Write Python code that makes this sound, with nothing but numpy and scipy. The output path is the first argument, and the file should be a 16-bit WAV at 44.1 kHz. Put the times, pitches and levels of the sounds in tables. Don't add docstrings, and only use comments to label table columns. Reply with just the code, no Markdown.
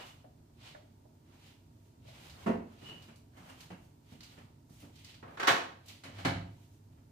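import sys
import numpy as np
from scipy.fft import rfft, irfft, next_fast_len
from scipy.io import wavfile

SR = 44100
rng = np.random.default_rng(int(sys.argv[2]) if len(sys.argv) > 2 else 0)


def transcribe(signal):
    frames = np.atleast_2d(signal).T
    limited = np.clip(frames, -1, 1)
    pcm = np.round(limited * 32767).astype(np.int16)
    wavfile.write(sys.argv[1], SR, pcm)


N = 313551
TAIL = 2 ** 15
TIME = np.arange(N) / SR
AGE = np.arange(TAIL) / SR
TAIL_HZ = np.arange(TAIL // 2 + 1) * SR / TAIL


def doors():
    return thud_door() + clack_door() + shut_door() + boom()


# start_s [s], level_db [dB], brightness [dB per octave]
THUD_HITS = [(2.461, -31, 2.5), (2.466, -41, 6), (2.483, -36.5, 1.5)]
# frequency_hz [Hz], relative density [dB per Hz]
THUD_COLOUR = [(25, -30), (50, -15), (90, -6), (160, -14), (230, -3.5), (320, -8.5), (420, -11.5),
               (600, -11.5), (690, -15), (830, -15.5), (1800, -29.5), (2900, -40.5), (4500, -54.5),
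               (15000, -71.5)]
# pitch_hz [Hz], relative level_db [dB]
THUD_MODES = [(178, -3), (221, 1.5), (241, -1.5), (261, -6), (300, -13), (350, -8.5), (384, -7.5),
              (425, -7), (511, -12), (684, -8.5), (740, -25), (883, -19), (943, -14.5), (1104, -18.5),
              (1281, -40), (1772, -27), (1949, -27), (2853, -36.5)]


def thud_door():
    return knocks(THUD_HITS, THUD_COLOUR, early_db=-32.0, modes=THUD_MODES, ring_db=1.0, sustain=0.79)


# start_s [s], level_db [dB], brightness [dB per octave]
CLACK_HITS = [(5.226, -50.5, -6), (5.275, -56, -5), (5.371, -47.5, -1.5), (5.396, -37, 0),
              (5.428, -34.5, -1), (5.471, -25, 2), (5.478, -23.5, -1), (5.500, -38.5, -0.5)]
# frequency_hz [Hz], relative density [dB per Hz]
CLACK_COLOUR = [(65, -40), (110, -19), (188, -15), (355, -9.5), (455, -7), (547, -5.5), (619, -12.5),
                (672, -3), (1010, -4), (1320, -1), (2360, -10), (2510, -9), (4190, -14), (4940, -19.5),
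                (15000, -37)]
# pitch_hz [Hz], relative level_db [dB]
CLACK_MODES = [(263.8, -54), (344.5, -53), (549.1, -48.5), (689.1, -47.5), (780.6, -57.5), (904.4, -44),
               (1109, -42), (1335, -50), (1453, -53.5), (1776, -45.5), (1986, -56.5), (2234, -59.5),
               (2530, -52.5), (2977, -51), (3187, -55.5)]


def clack_door():
    return knocks(CLACK_HITS, CLACK_COLOUR, early_db=-7.0, modes=CLACK_MODES, ring_db=-11.5, sustain=0.92)


# start_s [s], level_db [dB], brightness [dB per octave]
SHUT_HITS = [(6.035, -51.5, 5), (6.076, -60, 3.5), (6.183, -50.5, 1), (6.248, -30.5, 1.5), (6.254, -34, 1),
             (6.375, -58.5, -4.5)]
# frequency_hz [Hz], relative density [dB per Hz]
SHUT_COLOUR = [(24, -62), (40, -12), (91, -2.5), (177, 0.5), (227, -13), (263, -4), (466, -16), (541, -11),
               (643, -17), (693, -7.5), (1000, -14), (1920, -15.5), (4450, -26.5), (4910, -32),
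               (15000, -50.5)]
# pitch_hz [Hz], relative level_db [dB]
SHUT_MODES = [(145.3, -47), (177.6, -44), (263.8, -47), (349.9, -54.5), (543.7, -56), (678.3, -50),
              (904.4, -56.5), (1281, -60), (1534, -84), (1766, -58), (1960, -61), (2358, -70)]


def shut_door():
    return knocks(SHUT_HITS, SHUT_COLOUR, early_db=-8.0, modes=SHUT_MODES, ring_db=-9.0, sustain=0.96)


BOOM_S, BOOM_DB = 6.284, -40
BOOM_RISE_DB_PER_S, BOOM_FALL_DB_PER_S = 116.5, 49
# pitch_hz [Hz], relative level_db [dB]
BOOM_MODES = [(97.9, -1), (107, -7.5)]


def boom():
    age, phase = TIME - BOOM_S, rng.random()
    fade_db = np.maximum(-BOOM_RISE_DB_PER_S * age, BOOM_FALL_DB_PER_S * age)
    waves = sum(from_db(level_db) * np.sin(2 * np.pi * (hz * age + phase)) for hz, level_db in BOOM_MODES)
    return np.sqrt(2) * from_db(BOOM_DB - fade_db) * waves


def knocks(hits, colour, early_db, modes=(), ring_db=0, sustain=1, early_t60=0.12, ripple_db=2.0, ripple_hz=90):
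    out = np.zeros((2, N + TAIL))
    phases = rng.random(len(modes))
    ripple = ripple_db * wiggle(TAIL_HZ / ripple_hz) * np.minimum(TAIL_HZ / 2000, 1)
    body_db = at_hz(colour, TAIL_HZ) + ripple
    for start_s, level_db, brightness in hits:
        crack = causal(body_db + hardness(TAIL_HZ, brightness))
        room = rfft(kitchen(early_db, early_t60))
        sound = onset_one(irfft(room * crack))
        if len(modes):
            ring = ringing(modes, phases, start_s, brightness, sustain)
            sound = onset_one(sound + from_db(ring_db) * ring)
        start = round(start_s * SR)
        out[:, start:start + TAIL] += from_db(level_db) * sound
    return out[:, :N]


def pitched_knocks(rows, colour, early_db, early_t60, ring_db, sustain):
    return sum(knocks([(start_s, level_db, brightness)], colour, early_db, [(hz, 0)], ring_db, sustain, early_t60)
               for start_s, level_db, hz, brightness in rows)


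def ringing(modes, phases, start_s, brightness, sustain, swell_s=0.0037):
    out = 0
    for k, ((hz, level_db), phase) in enumerate(zip(modes, phases)):
        apart = np.arctan(from_db(at_hz(WIDTH, hz))) * (-1) ** k * np.array([[1], [-1]])
        wave = np.sin(2 * np.pi * (hz * (start_s + AGE) + phase) + apart)
        decay = np.exp(-np.log(1000) * AGE / (sustain * at_hz(ROOM_T60, hz)))
        out = out + from_db(level_db + hardness(hz, brightness)) * decay * wave
    return onset_one(out * (1 - np.exp(-AGE / swell_s)))


def hardness(hz, brightness):
    return brightness * np.log2(np.clip(hz, 100, 10000) / 1000)


def causal(level_db):
    cepstrum = irfft(np.log(from_db(level_db)))
    cepstrum[1:TAIL // 2] *= 2
    cepstrum[TAIL // 2 + 1:] = 0
    return np.exp(rfft(cepstrum))


def onset_one(x):
    return x / np.sqrt(np.mean(x[:, AGE < .04] ** 2))


def walker():
    return footfalls() + rustle() + squeaks() + rumble()


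# start_s [s], level_db [dB], pitch_hz [Hz], brightness [dB per octave]
STEPS = [(2.818, -54.5, 380, 0), (2.886, -55.5, 436, 3), (2.912, -53.5, 110, 0.5), (3.084, -55.5, 230, 2.5),
         (3.368, -61, 264, 4), (3.40, -56, 179, -4), (3.493, -56, 260, 4.5), (3.702, -47, 178.3, 1.5),
         (4.119, -53.5, 228, -2.5), (4.376, -57, 151.2, 2), (4.690, -55.5, 230, -3.5),
         (4.826, -53.5, 292, -0.5), (6.050, -51, 278, 2.5), (6.972, -72, 242, 2.5)]
# frequency_hz [Hz], relative density [dB per Hz]
STEP_COLOUR = [(35, -43), (60, -11), (130, -2.5), (227, -5), (378, -13.5), (413, -13.5), (719, -14.5),
               (1250, -21), (3100, -27.5), (3390, -39), (12000, -51.5), (15600, -73), (22000, -120)]


def footfalls():
    return pitched_knocks(STEPS, STEP_COLOUR, early_db=-8.0, early_t60=0.093, ring_db=-4.5, sustain=0.64)


# [dB, before the trims of rustle()]
RUSTLE = [(0.008, 0.072, -53.5, -51.5, -85), (0.069, 0.034, -58.5, -77, -63.5),
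          (0.676, 0.062, -54, -61.5, -85), (1.35, 0.079, -69.5, -70, -77), (1.48, .08, -61.5, -70, -70),
          (1.88, 0.14, -79.5, -97, -78), (2.085, .025, -59.5, -80, -71), (2.17, 0.094, -63, -66.5, -83),
          (2.27, 0.13, -57.5, -63, -64), (2.43, 0.091, -60, -60, -66), (2.74, 0.07, -70, -70, -75),
          (2.885, 0.092, -56, -64, -69), (3.05, 0.15, -63.5, -67.5, -72), (3.385, 0.034, -68.5, -63, -71),
          (3.5, .1, -62.5, -60.5, -66), (3.615, 0.043, -58.5, -63.5, -64), (3.85, 0.12, -77, -78, -74),
          (4.13, 0.059, -63.5, -71.5, -70), (4.255, 0.042, -64.5, -74, -70), (4.32, .04, -63.5, -69, -71),
          (4.385, .02, -66, -64.5, -76), (4.74, 0.031, -72, -83, -66), (4.82, 0.06, -63.5, -74, -66),
          (5.0, 0.059, -62, -78, -71), (5.095, 0.04, -56, -71, -78), (5.35, 0.087, -72, -59.5, -77),
          (5.899, 0.023, -53.5, -65, -67), (6.2, 0.053, -53.5, -56, -74), (6.64, 0.15, -73, -84, -73.5),
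          (6.74, 0.056, -79.5, -90, -75), (6.93, 0.022, -82, -81.5, -84.5)]
# frequency_hz [Hz], relative density [dB per Hz]
SWISH_COLOUR = [(1000, -32.5), (2000, 0), (3000, 3.5), (4400, -3), (6000, -10), (9000, -13.5),
                (11000, -16.5), (15000, -20.5)]
SCUFF_COLOUR = [(200, -17.5), (450, -4.5), (800, -1.5), (1700, -7.5), (2400, -12.5), (5000, -34.5)]
HISS_COLOUR = [(3000, -20), (6000, 2.5), (8500, 0), (11000, 1), (15000, -2.5)]


def rustle(swish_db=-0.5, scuff_db=3.0, grain_db=0.5, grain_hz=170):
    grain = from_db(grain_db * drift(grain_hz))
    peak_s, build_s, swishes, scuffs, hisses = np.transpose(RUSTLE)
    swish = strokes(zip(peak_s, build_s, swishes + swish_db)) * noise(SWISH_COLOUR)
    scuff = strokes(zip(peak_s, build_s, scuffs + scuff_db)) * noise(SCUFF_COLOUR)
    hiss = strokes(zip(peak_s, build_s, hisses)) * noise(HISS_COLOUR)
    return grain * (swish + scuff + hiss)


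# [dB, before the trim of squeaks()]
SQUEAK = [(0.006, 0.022, -56.5), (2.895, 0.042, -51), (2.94, .02, -60)]
# frequency_hz [Hz], relative density [dB per Hz]
SQUEAK_COLOUR = [(2000, -60), (2600, -13), (2780, -20), (2850, 0.5), (2930, 1), (3250, -30), (3900, -47)]


def squeaks(trim_db=1.5):
    return from_db(trim_db) * strokes(SQUEAK) * noise(SQUEAK_COLOUR)


# peak_s [s], build_up_s [s], level_db [dB]
RUMBLE = [(2.08, 0.092, -56.5), (2.45, 0.13, -53.5)]
# frequency_hz [Hz], relative density [dB per Hz]
RUMBLE_COLOUR = [(25, -30), (50, -26), (75, -3), (120, -9), (250, -22), (1000, -59)]


def rumble():
    return strokes(RUMBLE) * noise(RUMBLE_COLOUR)


SET_IN_DB_PER_S, BUILD_UP_DB, DIE_AWAY_DB_PER_S = 304, 9, 122.5


def strokes(rows):
    power = 0
    for peak_s, build_s, level_db in rows:
        before = np.maximum(peak_s - TIME, 0)
        after = np.maximum(TIME - peak_s, 0)
        build_up = BUILD_UP_DB * np.minimum(before / build_s, 1)
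        set_in = SET_IN_DB_PER_S * np.maximum(before - build_s, 0)
        fade_db = np.minimum(build_up + set_in + DIE_AWAY_DB_PER_S * after, 120)
        power = power + from_db(level_db - fade_db) ** 2
    return np.sqrt(power)


def handling():
    return ticks() + taps()


# start_s [s], level_db [dB], brightness [dB per octave]
TICKS = [(2.296, -59, -2), (3.022, -66, 2), (3.157, -68.5, 7), (3.605, -59.5, 2), (4.205, -58, -3),
         (4.231, -58, -1), (4.696, -72.5, 7), (4.80, -66.5, 13), (4.955, -65, 0), (5.045, -58, 0),
         (5.142, -62, -4.5), (5.859, -65, 10), (5.882, -56.5, 3.5)]
# frequency_hz [Hz], relative density [dB per Hz]
TICK_COLOUR = [(300, -21.5), (1200, -10), (2500, -5), (4000, 0.5), (7000, -8), (10000, -11.5),
               (15000, -15.5)]


def ticks():
    return knocks(TICKS, TICK_COLOUR, early_db=5.0, early_t60=0.032)


# start_s [s], level_db [dB], pitch_hz [Hz], brightness [dB per octave]
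TAPS = [(0.241, -58.5, 736, -6), (0.747, -53.5, 588.6, 3), (1.051, -64.5, 640, -12.5),
        (2.049, -65.5, 616, -3.5), (2.082, -62, 657, 0)]
# frequency_hz [Hz], relative density [dB per Hz]
TAP_COLOUR = [(200, -27), (430, -0.5), (620, 15.5), (1100, -1.5), (1900, -1.5), (3000, -27), (10000, -77)]


def taps():
    return pitched_knocks(TAPS, TAP_COLOUR, early_db=14.0, early_t60=0.039, ring_db=-5.5, sustain=0.68)


# pitch_hz [Hz], level_db [dB]
HUM = [(96.9, -67.5), (118.4, -72.5), (231.5, -74), (425.3, -82.5)]


def fridge():
    return sum(from_db(level_db) * tone(hz, wander_rad=0.29, wander_hz=7.5) for hz, level_db in HUM)


def tone(hz, wander_rad, wander_hz):
    return np.sqrt(2) * np.sin(2 * np.pi * (hz * TIME + rng.random()) + wander_rad * drift(wander_hz))


# frequency_hz [Hz], relative density [dB per Hz]
AIR = [(15, -52), (25, -19.5), (69, -5.5), (106, -3.5), (163, -4), (196, -19.5), (219, -11), (264, -8.5),
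       (344, -13), (475, -25), (655, -20), (769, -27), (952, -20), (1030, -29.5), (2000, -36.5),
       (15000, -41.5)]


def room_tone(air_db=-61.0):
    return from_db(air_db) * noise(AIR)


def noise(colour):
    hz, spectrum = diffuse(2 * next_fast_len(N // 2 + 1))
    return rms_one(irfft(spectrum * from_db(at_hz(colour, hz)))[:, :N])


# frequency_hz [Hz], time to fall by 60 dB [s]
ROOM_T60 = [(60, 0.78), (200, 0.54), (600, 0.52), (1500, 0.42), (4000, 0.46), (8000, 0.37), (15000, 0.34)]


def kitchen(early_db, early_t60, build_s=0.0019, lumps_db=1.0, lumps_hz=700, blend_s=0.044):
    hz, spectrum = diffuse(TAIL)
    centres = np.geomspace(60, 15000, 8)
    tail = 0
    for centre, share in zip(centres, np.eye(len(centres))):
        band = irfft(spectrum * at_hz(np.c_[centres, share], hz))
        tail = tail + band * np.exp(-np.log(1000) * AGE / at_hz(ROOM_T60, centre))
    early = from_db(early_db) * np.exp(-np.log(1000) * AGE / early_t60)
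    lumps = from_db(lumps_db * wiggle(AGE * lumps_hz) * np.exp(-AGE / blend_s))
    return tail * lumps * (1 + early) * (1 - np.exp(-AGE / build_s))


# frequency_hz [Hz], side over mid [dB]
WIDTH = [(60, -19.5), (120, -20.5), (200, -27), (380, -3.5), (700, 1), (1300, 1.5), (2400, -1), (15000, 1)]


def diffuse(size):
    hz = np.arange(size // 2 + 1) * SR / size
    mid, side = rfft(rng.standard_normal((2, size)))
    width = from_db(at_hz(WIDTH, hz))
    return hz, (mid + width * side * [[1], [-1]]) / np.sqrt(1 + width ** 2)


def drift(rate_hz):
    return wiggle(TIME * rate_hz)


def wiggle(steps):
    knots = rng.standard_normal(4096)
    return rms_one(np.interp(steps, np.arange(len(knots)), knots))


def from_db(db):
    return 10 ** (np.asarray(db) / 20)


def rms_one(x):
    return x / np.sqrt(np.mean(x ** 2) + 1e-20)


def at_hz(points, hz):
    points = np.array(points)
    return np.interp(np.log(np.maximum(hz, 1)), np.log(points[:, 0]), points[:, 1])


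def scene():
    return doors() + walker() + handling() + fridge() + room_tone()


# frequency_hz [Hz], gain [dB]
MICROPHONE = [(60, 0), (3200, 0), (4200, 1.5), (5000, 1.5), (7200, 1.5), (9000, 0), (11200, -2.5),
              (14500, 1)]
# frequency_hz [Hz], left over right [dB]
PORTS = [(60, 1), (110, -1.5), (200, -3), (380, -3.5), (700, 3.5), (1290, -4.5), (2380, -0.5), (4400, -4),
         (8120, 0.5), (15000, -3)]
CUTOFF_HZ = 15350


def record(dry):
    size = 2 * next_fast_len(N // 2 + TAIL)
    hz = np.arange(size // 2 + 1) * SR / size
    ports = from_db(at_hz(MICROPHONE, hz) + at_hz(PORTS, hz) * np.array([[.5], [-.5]]))
    low_pass = 1 / np.sqrt(1 + (hz / CUTOFF_HZ) ** 400)
    return irfft(rfft(dry, size) * ports * low_pass)[:, :N]


dry = scene()
out = record(dry)
transcribe(out)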